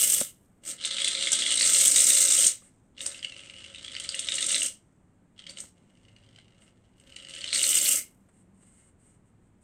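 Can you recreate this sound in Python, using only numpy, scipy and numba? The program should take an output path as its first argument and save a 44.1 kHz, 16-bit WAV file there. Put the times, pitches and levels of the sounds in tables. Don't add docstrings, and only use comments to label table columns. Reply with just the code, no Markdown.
import sys
import numpy as np
from scipy import signal
from scipy.fft import rfft, irfft
from scipy.io import wavfile
from scipy.ndimage import uniform_filter1d
from numba import njit

SR = 44100
rng = np.random.default_rng(int(sys.argv[2]) if len(sys.argv) > 2 else 0)


def field_ratio(decibels):
    return 10 ** (np.asarray(decibels, dtype=float) / 20)


def dump(signal):
    limited = np.clip(np.atleast_2d(signal).T, -1, 1)
    pcm = np.round(limited * 32767).astype(np.int16)
    wavfile.write(sys.argv[1], SR, pcm)


N = 424683


def level(x, db=0):
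    return x * field_ratio(db) / np.sqrt(np.mean(x ** 2))


def band(x, lo_hz, hi_hz, order=2):
    edges_hz = [lo_hz, min(hi_hz, .49 * SR)]
    return signal.sosfilt(signal.butter(order, edges_hz, "band", fs=SR, output="sos"), x)


def fade(x, tau_s):
    return signal.lfilter([1], [1, -np.exp(-1 / (tau_s * SR))], x)


def walk(rate):
    hold = int(SR / rate)
    steps = np.repeat(rng.standard_normal(N // hold + 1), hold)
    return uniform_filter1d(steps, hold)[:N]


def add(out, s, x):
    i = int(s * SR)
    out[i:i + len(x)] += x[:len(out) - i]


def law(share_db, base_db, slope):
    return base_db + slope * share_db


def valve():
    # t/s, foam flow level/dB, gas share level/dB, spout f/Hz
    press_end = [(0.0, -32.5, 11.5, 3250), (0.03, -34, 11.5, 3200), (0.2, -34, 11, 3310)]
    press_blip = [
        (0.63, -74.5, 16.4, 2944),
        (0.668, -50, 15.7, 3060),
        (0.7, -42, 14, 3397),
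        (0.76, -65.5, 12, 3980),
    ]
    press_long = [(.79, -44.5, -12, 3080), (.85, -29.5, -11, 3770), (.97, -29, -5.5, 3490),
                  (1.269, -27.5, -2, 3656), (1.53, -27.5, -3.5, 3328), (1.63, -24, 1.5, 4270),
                  (1.69, -28.5, 9.5, 3513), (2.0, -31, 12.5, 3700), (2.471, -32, 11.5, 3620)]
    press_slow = [(2.975, -52, -9.5, 3278), (3.02, -42.5, 9.5, 3793), (3.1, -52.5, 10.5, 3700),
                  (3.2, -53, 2.5, 2825), (3.6, -50.5, -5, 2814), (3.85, -47, -5, 3414),
                  (4.201, -39, -2.5, 3350), (4.53, -28.5, 3.5, 3707), (4.66, -41.5, 13, 3235)]
    press_taps = [(5.37, -66, -14, 3100), (5.396, -48, -37, 3140), (5.458, -65.5, -17.5, 3280),
                  (5.464, -45.5, -32, 3377), (5.5, -45.5, 7.5, 3740), (5.562, -64, 0.5, 3649),
                  (5.568, -42, -3.5, 3540), (5.61, -55.5, 17, 3310)]
    press_dribble = [(5.761, -79.5, 8.5, 3000), (6.0, -78.5, 7, 2897), (6.38, -70.5, -5.5, 3000),
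                     (6.45, -74.5, -12.5, 3020), (6.66, -71.5, 7, 2860), (6.72, -85.5, 7.5, 2940),
                     (6.95, -83.5, -0.5, 2985)]
    press_last = [(6.97, -79.5, 9, 3020), (7.158, -59, 0, 2939), (7.412, -41.5, -2.5, 3000),
                  (7.52, -34, -11, 3850), (7.535, -28.5, 0, 4170), (7.689, -33, 10.5, 3136),
                  (7.868, -32.5, 11, 3300), (7.97, -40, 14, 2347)]
    jet_aims = [
        11.5,
        -5,
        -0.5,
        -4.5,
        -8.5,
        -3,
        6,
    ]
    open_db_per_s, shut_db_per_s = 1196.5, 295
    settle_db, settle_db_per_s = -37, 62.5
    t = np.arange(N) / SR
    controls = np.array([[-200], [0], [3000], [0], [0]]) * np.ones(N)
    presses = (press_end, press_blip, press_long, press_slow, press_taps, press_dribble, press_last)
    for press, aim_db in zip(presses, jet_aims):
        s, *columns = np.transpose(press)
        curves = [np.interp(t, s, column) for column in columns]
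        now = np.array(curves + [np.full(N, aim_db), curves[0]])
        shut_s = np.maximum(t - s[-1], 0)
        now[0] -= open_db_per_s * np.maximum(s[0] - t, 0)
        now[0] -= np.minimum(shut_db_per_s * shut_s, settle_db_per_s * shut_s - settle_db)
        controls = np.where(now[0] > controls[0], now, controls)
    return controls


@njit
def svf(x, hz, q):
    y, b, l = np.empty(len(x)), 0., 0.
    for i in range(len(x)):
        g = np.tan(np.pi * hz[i] / SR)
        v = (b + g * (x[i] - l)) / (1 + g * (g + 1 / q))
        b, l, y[i] = 2 * v - b, l + 2 * g * v, v / q
    return y


def foam_top(x):
    return signal.sosfilt(signal.butter(4, 9070, fs=SR, output="sos"), x)


def path(x):
    # f/Hz, width f/Hz, level/dB
    resonances = [(320, 200, 10), (430, 77, -10), (540, 110, 9.5), (589, 130, 8.5), (900.28, 640, -15),
                  (1295, 89, 8.5), (2099, 160, 10.5), (2560, 130, -2.5), (2900, 300, 8), (3550, 570, -1),
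                  (4400, 200, 0), (5300, 500, -1), (8560, 430, 2), (8440, 2600, 13.5)]
    for hz, width, db in resonances:
        w, a = 2 * np.pi * hz / SR, field_ratio(db / 2)
        k = np.sin(w) * width / hz / 2
        middle = -2 * np.cos(w)
        x = signal.lfilter([1 + k * a, middle, 1 - k * a], [1 + k / a, middle, 1 - k / a], x)
    return x


def sputter(spout_db, share_db, spout_hz, aim_db, held_db):
    full_flow_db, pops_per_s, pop_scatter_db = -30, 600, 6.5
    below_db = np.clip(full_flow_db - held_db, 0, 40)
    thin = field_ratio(-.35 * below_db)
    burst = rng.random(N) < pops_per_s * thin * field_ratio(1.8 * walk(60)) / SR
    scatter = np.minimum(rng.exponential(size=N), 1.8)
    size = burst * field_ratio(pop_scatter_db * scatter) / np.sqrt(thin)
    pops = level(size * rng.choice([-1., 1.], N))
    puffs = level(fade(size, 0.0022))
    noise = rng.standard_normal((4, N))

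    wobble_hz = np.clip(spout_hz * (1 + 0.06 * walk(60)), 500., 9000.)
    drive = pops + 0.61 * noise[0] * (0.51 + puffs)
    ringing = level(svf(svf(drive, wobble_hz, 3.), wobble_hz, 3.))
    spread_db = .3 * below_db + .4 * np.maximum(share_db, 0) - 6
    spout = foam_top(ringing + field_ratio(spread_db) * level(band(drive, 1100, 4500)))

    clicks = .4 * thin * pops
    gas = foam_top(band(noise[1] * (0.72 + puffs) * field_ratio(0.76 * walk(25)) + clicks, 5200, 8800))
    jet = band(noise[2] * (0.82 + puffs) * field_ratio(2.1 * walk(17)) + clicks, 9800, 15000, order=3)
    boom = band(noise[3] * (8.7 + puffs), 160, 1900)
    bowl = band(noise[3] * (1.8 + puffs), 1950, 3100)
    layers = [(spout, 0),
              (bowl, law(share_db, -16.5, 0.53)),
              (gas, law(share_db, -4.5, 1.1)),
              (jet, law(share_db, -32.5, 2.35) + aim_db),
              (boom, law(share_db, -21.5, 0.42) + 0.54 * below_db)]
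    return sum(level(path(x)) * field_ratio(spout_db + db - 0.5) for x, db in layers)


def swell(hz):
    rise_s = 0.0033 * (3000 / hz) ** 3
    t = np.arange(int(.02 * SR)) / SR
    rise = np.sin(np.pi / 2 * np.minimum(t / rise_s, 1)) ** 2
    return t, rise * np.exp(-np.maximum(t - rise_s, 0) / 0.0018)


def spits(share_db):
    # t/s, peak level/dB, ring f/Hz
    spits_long = [(0.849, -14.5, 3620), (0.9184, -25, 3700), (0.9839, -16.5, 3720), (1.0014, -17.5, 3210),
                  (1.0179, -16.5, 3350), (1.0459, -12.5, 3480), (1.0752, -13, 3480), (1.1505, -14, 3670),
                  (1.173, -21.5, 3290), (1.224, -20.5, 3320), (1.2368, -16.5, 3600), (1.4204, -13.5, 3420),
                  (1.4638, -14, 3340), (1.5044, -18.5, 3010), (1.6291, -10, 4430), (1.6929, -17, 3460),
                  (1.7327, -17, 3290), (1.7487, -13.5, 4150), (1.7688, -16, 4870), (1.801, -19, 3250),
                  (1.9492, -19.5, 4890), (1.9634, -12.5, 3770), (1.9837, -10.5, 3880),
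                  (2.0016, -17.5, 3460), (2.1036, -12, 3680), (2.1697, -14, 4100), (2.281, -17, 3690),
                  (2.3213, -17, 3620), (2.3777, -19.5, 3890), (2.4416, -18.5, 3140)]
    spits_slow = [(2.977, -39, 3470), (2.98, -33.5, 2910), (3.0063, -23, 3660), (3.061, -23.5, 4890),
                  (3.115, -32, 3770), (3.144, -33, 2730), (3.193, -31.5, 4860), (3.2279, -25.5, 3225),
                  (3.2459, -19, 2940), (3.2954, -30, 2980), (3.3206, -30.5, 2750), (3.3636, -33.5, 2950),
                  (3.497, -31.5, 2900), (3.64, -32, 2797), (3.746, -29, 2970), (3.8464, -24.5, 3260),
                  (3.9518, -25, 4640), (4.0912, -15, 4770), (4.143, -21, 2870), (4.192, -18, 3660),
                  (4.2866, -12.5, 3690), (4.3207, -15, 3740), (4.3596, -33, 3820), (4.3819, -15.5, 2860),
                  (4.4268, -16, 3615), (4.505, -17.5, 2875), (4.5453, -10.5, 4000), (4.563, -15.5, 3610),
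                  (4.618, -16.5, 2855), (4.653, -23.5, 3130)]
    spits_dribble = [(5.3693, -61, 2900), (5.378, -53.5, 3360), (5.3917, -32.5, 3200), (5.439, -40, 3000),
                     (5.4664, -28, 3210), (5.496, -28.5, 4580), (5.5708, -31.5, 3020),
                     (5.8741, -64.5, 2810), (5.9528, -61.5, 3000), (5.9714, -53, 2820), (6.05, -51.5, 2930),
                     (6.083, -46.5, 2880), (6.162, -43, 2870), (6.2264, -57, 2800), (6.2627, -51, 3110),
                     (6.2885, -47, 3130), (6.335, -66, 3000), (6.36, -38, 3030), (6.386, -40, 3090),
                     (6.4555, -56, 2880), (6.5812, -60, 2880), (6.6177, -53.5, 2830)]
    spits_last = [(6.958, -70, 2860), (6.9823, -59, 2970), (6.9986, -52, 3020), (7.0185, -67, 2760),
                  (7.0501, -64, 2880), (7.071, -48.5, 3100), (7.093, -48, 3060), (7.122, -39.5, 2970),
                  (7.143, -45, 3000), (7.1631, -28, 2940), (7.199, -35.5, 3120), (7.2478, -32, 2980),
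                  (7.269, -35, 2940), (7.293, -34, 2860), (7.307, -31, 2930), (7.336, -34.5, 2950),
                  (7.337, -30, 3000), (7.362, -28, 3080), (7.3735, -29, 2950), (7.3876, -32, 2900),
                  (7.4066, -33, 3040), (7.4162, -25, 4360), (7.4414, -19, 3000), (7.4774, -23, 4100),
                  (7.5051, -26, 4340), (7.5299, -25, 4080)]
    spits_full = [(7.5294, -16, 4170), (7.614, -17.5, 2890), (7.6401, -12.5, 4260), (7.666, -23, 2890),
                  (7.7083, -24, 2980), (7.7292, -17, 3004), (7.7886, -14.5, 4530), (7.8592, -13, 4430),
                  (7.913, -32.5, 2916)]
    spits_small = [(3.3428, -38, 2780), (3.3917, -31, 2800), (3.4376, -54, 2830), (3.4595, -52, 2940),
                   (3.4765, -45, 2790), (3.5389, -38, 2920), (3.5638, -36, 2990), (3.6207, -49, 2800),
                   (3.696, -47, 2860), (3.7179, -46, 3470), (3.7594, -30, 3720), (3.7818, -34, 3720),
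                   (3.8806, -26, 3400), (3.8985, -40, 3600), (3.916, -45, 3140), (3.9429, -36, 2900),
                   (3.9644, -23.5, 3020), (3.9833, -34, 2860), (3.9993, -25, 3100), (4.0467, -29.5, 3060)]
    spits_early = [(1.271, -13.5, 3390), (1.3528, -22.5, 3190), (1.3656, -22.5, 3300),
                   (1.5198, -16.5, 2910), (1.5782, -14, 3860), (1.6106, -9.5, 4470)]
    spits_late = [(7.5601, -12.5, 4490), (7.5913, -17, 2933), (7.7684, -20.5, 2920), (7.8117, -20, 2980),
                  (7.865, -20, 2888)]
    # t/s, peak level/dB
    gusts_sharp = [(0.8533, -13.5), (1.0189, -21), (1.044, -13.5), (1.0799, -13.5), (1.3187, -6),
                   (1.3307, -6), (1.3542, -14.5), (3.014, -30), (3.0641, -13.5), (3.2444, -39),
                   (3.9988, -21.5), (4.039, -26), (4.0909, -21.5), (4.1487, -20.5), (4.1934, -14),
                   (5.497, -42), (5.573, -35), (5.6032, -23.5), (6.999, -46.5), (7.1616, -36),
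                   (7.2963, -32.5), (7.3493, -31)]
    # t/s, peak level/dB
    gusts_end = [(0.0358, -11.5), (0.0962, -9.5), (0.1186, -11), (0.1361, -10), (0.178, -13.5),
                 (0.2024, -12.5)]
    gusts_long = [(1.4083, -24.5), (1.4208, -19.5), (1.4547, -21), (1.4667, -17), (1.5051, -17),
                  (1.5191, -12.5), (1.539, -15), (1.5535, -13.5), (1.5705, -14), (1.5964, -11.5),
                  (1.6169, -8.5), (1.6473, -10.5), (1.6623, -10.5), (1.7321, -7), (1.7521, -9.5),
                  (1.7825, -6.5), (1.8019, -8), (1.8488, -4.5), (1.8678, -5.5), (1.8763, -4.5),
                  (1.9117, -6.5), (1.9676, -9), (1.988, -8), (2.002, -4.5), (2.0384, -6), (2.0648, -6),
                  (2.0873, -5), (2.1277, -6), (2.1462, -5.5), (2.1801, -11.5), (2.203, -7), (2.236, -9.5),
                  (2.2479, -9.5), (2.2814, -8.5), (2.3188, -4.5), (2.3442, -8), (2.3851, -10.5),
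                  (2.4026, -10), (2.443, -7.5), (2.4649, -1.5)]
    gusts_slow = [(4.2438, -27.5), (4.2902, -24), (4.3146, -26), (4.3391, -18.5), (4.3515, -14),
                  (4.4044, -19.5), (4.4214, -20), (4.4403, -20.5), (4.4618, -12), (4.4877, -15),
                  (4.5132, -12.5), (4.5496, -15.5), (4.6274, -12), (4.6578, -14.5)]
    gusts_last = [(7.5044, -39), (7.5313, -22.5), (7.5425, -26), (7.5637, -19.5), (7.5827, -14.5),
                  (7.6256, -8.5), (7.648, -13.5), (7.6615, -13), (7.6874, -12.5), (7.7044, -11),
                  (7.7523, -9), (7.7822, -13), (7.8107, -9.5), (7.9182, -10.5), (7.9548, -10.5)]
    pop, crack, slap, gust, surge = np.zeros((5, N))
    impulse = np.ones(1)
    pockets = spits_long + spits_slow + spits_dribble + spits_last
    pockets = pockets + spits_full + spits_small + spits_early + spits_late
    for s, db, hz in pockets:
        t, shape = swell(hz)
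        add(pop, s - .001, field_ratio(db - 5.0) * shape * np.sin(2 * np.pi * hz * t))
        add(slap, s - .001, field_ratio(db) * shape)
        add(crack, s, field_ratio(db) * impulse)
    soft = np.hanning(int(.009 * SR)) / (0.003 * SR)
    for s, db in gusts_end + gusts_long + gusts_slow + gusts_last:
        add(surge, s - .002, field_ratio(db - 6.5) * soft)
    for s, db in gusts_sharp:
        add(gust, s, field_ratio(db - 13) * impulse)

    puff = crack * field_ratio(law(share_db, -13, 0.99))
    noise = rng.standard_normal((3, N))
    wet = level(path(band(noise[0], 1950, 4700))) * slap
    hiss_shape = fade(puff, 0.0018) + 0.17 * fade(puff, 0.012)
    hiss = level(path(band(noise[1], 6200, 9800, order=3))) * hiss_shape
    gas_shape = fade(gust, .01) + 1.2 * fade(gust, 0.002) + fade(surge, 0.0038)
    gas = level(path(band(noise[2], 5400, 9700))) * gas_shape
    air = level(band(noise[0], 9500, 15000)) * fade(gust + .5 * surge, .003)
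    muffled = foam_top(field_ratio(-10.5) * wet + field_ratio(-19) * hiss + gas)
    return pop + muffled + field_ratio(-27.5) * hiss + field_ratio(-27) * air


def ring(hz, t60_s, cycles_in=0.83):
    t = np.arange(int(t60_s * SR)) / SR
    return np.sin(2 * np.pi * hz * t) * field_ratio(-60 * t / t60_s) * np.minimum(t * hz / cycles_in, 1)


def knocks():
    # t/s, peak level/dB, f/Hz, t60/s
    taps = [(0.212, -27.5, 554, 0.032), (2.621, -56, 1170, 0.024), (5.638, -49.5, 202.1, 0.054),
            (6.384, -58, 1565, 0.033), (6.628, -57, 201, 0.061), (8.288, -60.5, 204, 0.056),
            (8.63, -57, 323.4, 0.05)]
    out = np.zeros(N)
    for s, db, hz, t60_s in taps:
        t60_s = max(t60_s, .01)
        tone = ring(hz, t60_s)
        scuff = band(rng.standard_normal(4096), 150, 2070.7)[-len(tone):]
        scuff = scuff * field_ratio(-60 * np.linspace(0, 1, len(tone)))
        add(out, s, field_ratio(db + 3.5) * (tone + 1.2 * scuff + ring(hz * 0.427, t60_s)))
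    return out


def rustles():
    # t/s, length t/s, level/dB
    slides = [(2.606, 0.093, -59), (6.598, 0.071, -66.5), (8.284, .02, -67.5), (8.31, 0.13, -71),
              (8.528, .12, -73.5), (8.604, 0.098, -66), (8.664, 0.26, -64), (8.978, 0.208, -67.5),
              (9.24, 0.075, -78), (9.41, 0.1, -82), (9.608, 0.092, -65)]
    shape = np.zeros(N)
    for s, length_s, db in slides:
        add(shape, s, field_ratio(db) * np.hanning(int(length_s * SR)) ** 0.37)
    noise = rng.standard_normal((2, N)) * field_ratio(1.3 * walk(50))
    bright = level(path(band(noise[0], 6800, 9140)))
    dull = level(path(band(noise[1], 910, 2100, order=1)), -8.5)
    return shape * (bright + dull)


def room(x):
    low_t60_s, treble_t60_s, tail_db = 0.21, 0.15, -6.5
    t = np.arange(int(.35 * SR)) / SR
    low, high = rng.standard_normal((2, len(t)))
    tail = band(low, 71, 4100) * field_ratio(-60 * t / low_t60_s)
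    tail = tail + band(high, 4472, 20000) * field_ratio(-60 * t / treble_t60_s)
    tail = tail * np.minimum(t / 0.0042, 1) ** 2
    unit_tail = tail / np.sqrt(np.sum(tail ** 2))
    return x + field_ratio(tail_db) * signal.fftconvolve(x, unit_tail)[:N]


def hum_band(hz, width_hz, db):
    return level(band(rng.standard_normal(N), hz - width_hz / 2, hz + width_hz / 2, order=1), db)


def background():
    # f/Hz, density level/dB
    room_tone = [(14, -17.5), (45, -10.5), (230, -11), (480, -22.5), (2000, -35), (5200, -53.5),
                 (8400, -37), (11000, -59.5)]
    # f/Hz, width f/Hz, level/dB
    hum_lines = [(87, 13, -7), (106, 5.5, -1.5), (186, 14, -1.5), (250, 18, -7)]
    # middle t/s, length t/s, level/dB, f/Hz
    hum_swells = [(.1, 0.56, -63, 130), (2, 0.98, -66, 100.4), (3.3, 0.43, -67, 105), (3.995, 1, -62.5, 80),
                  (5.302, 0.71, -77.5, 107), (5.6, 0.97, -65, 183), (6.3, .7, -62, 104.4),
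                  (7.05, .3, -65.5, 69.3), (7.597, 0.9, -66, 100.4), (8.402, .9, -65, 186),
                  (9.402, 0.98, -68, 100.9)]
    t = np.arange(N) / SR
    hz = np.maximum(np.arange(N // 2 + 1) * SR / N, 1)
    at_hz, at_db = np.transpose(room_tone)
    shape = field_ratio(np.interp(np.log(hz), np.log(at_hz), at_db))
    tone = irfft(rfft(rng.standard_normal(N)) * shape, N)
    out = level(tone, -64) + level(sum(hum_band(*line) for line in hum_lines), -69)
    for s, length_s, db, f in hum_swells:
        out += hum_band(f, 10, db) * np.exp(-(2 * (t - s) / length_s) ** 2)
    return out


def scene():
    flow_db, share_db, spout_hz, aim_db, held_db = valve()
    can = sputter(flow_db, share_db, spout_hz, aim_db, held_db) + spits(share_db)
    return (room(can + rustles()) + knocks() + background())[None]


def low_pass(x):
    return signal.sosfilt(signal.butter(12, 15660, fs=SR, output="sos"), x)


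def record(dry):
    mix = np.tanh(dry / .9) * 0.91
    return low_pass(mix)


dry = scene()
out = record(dry)
dump(out)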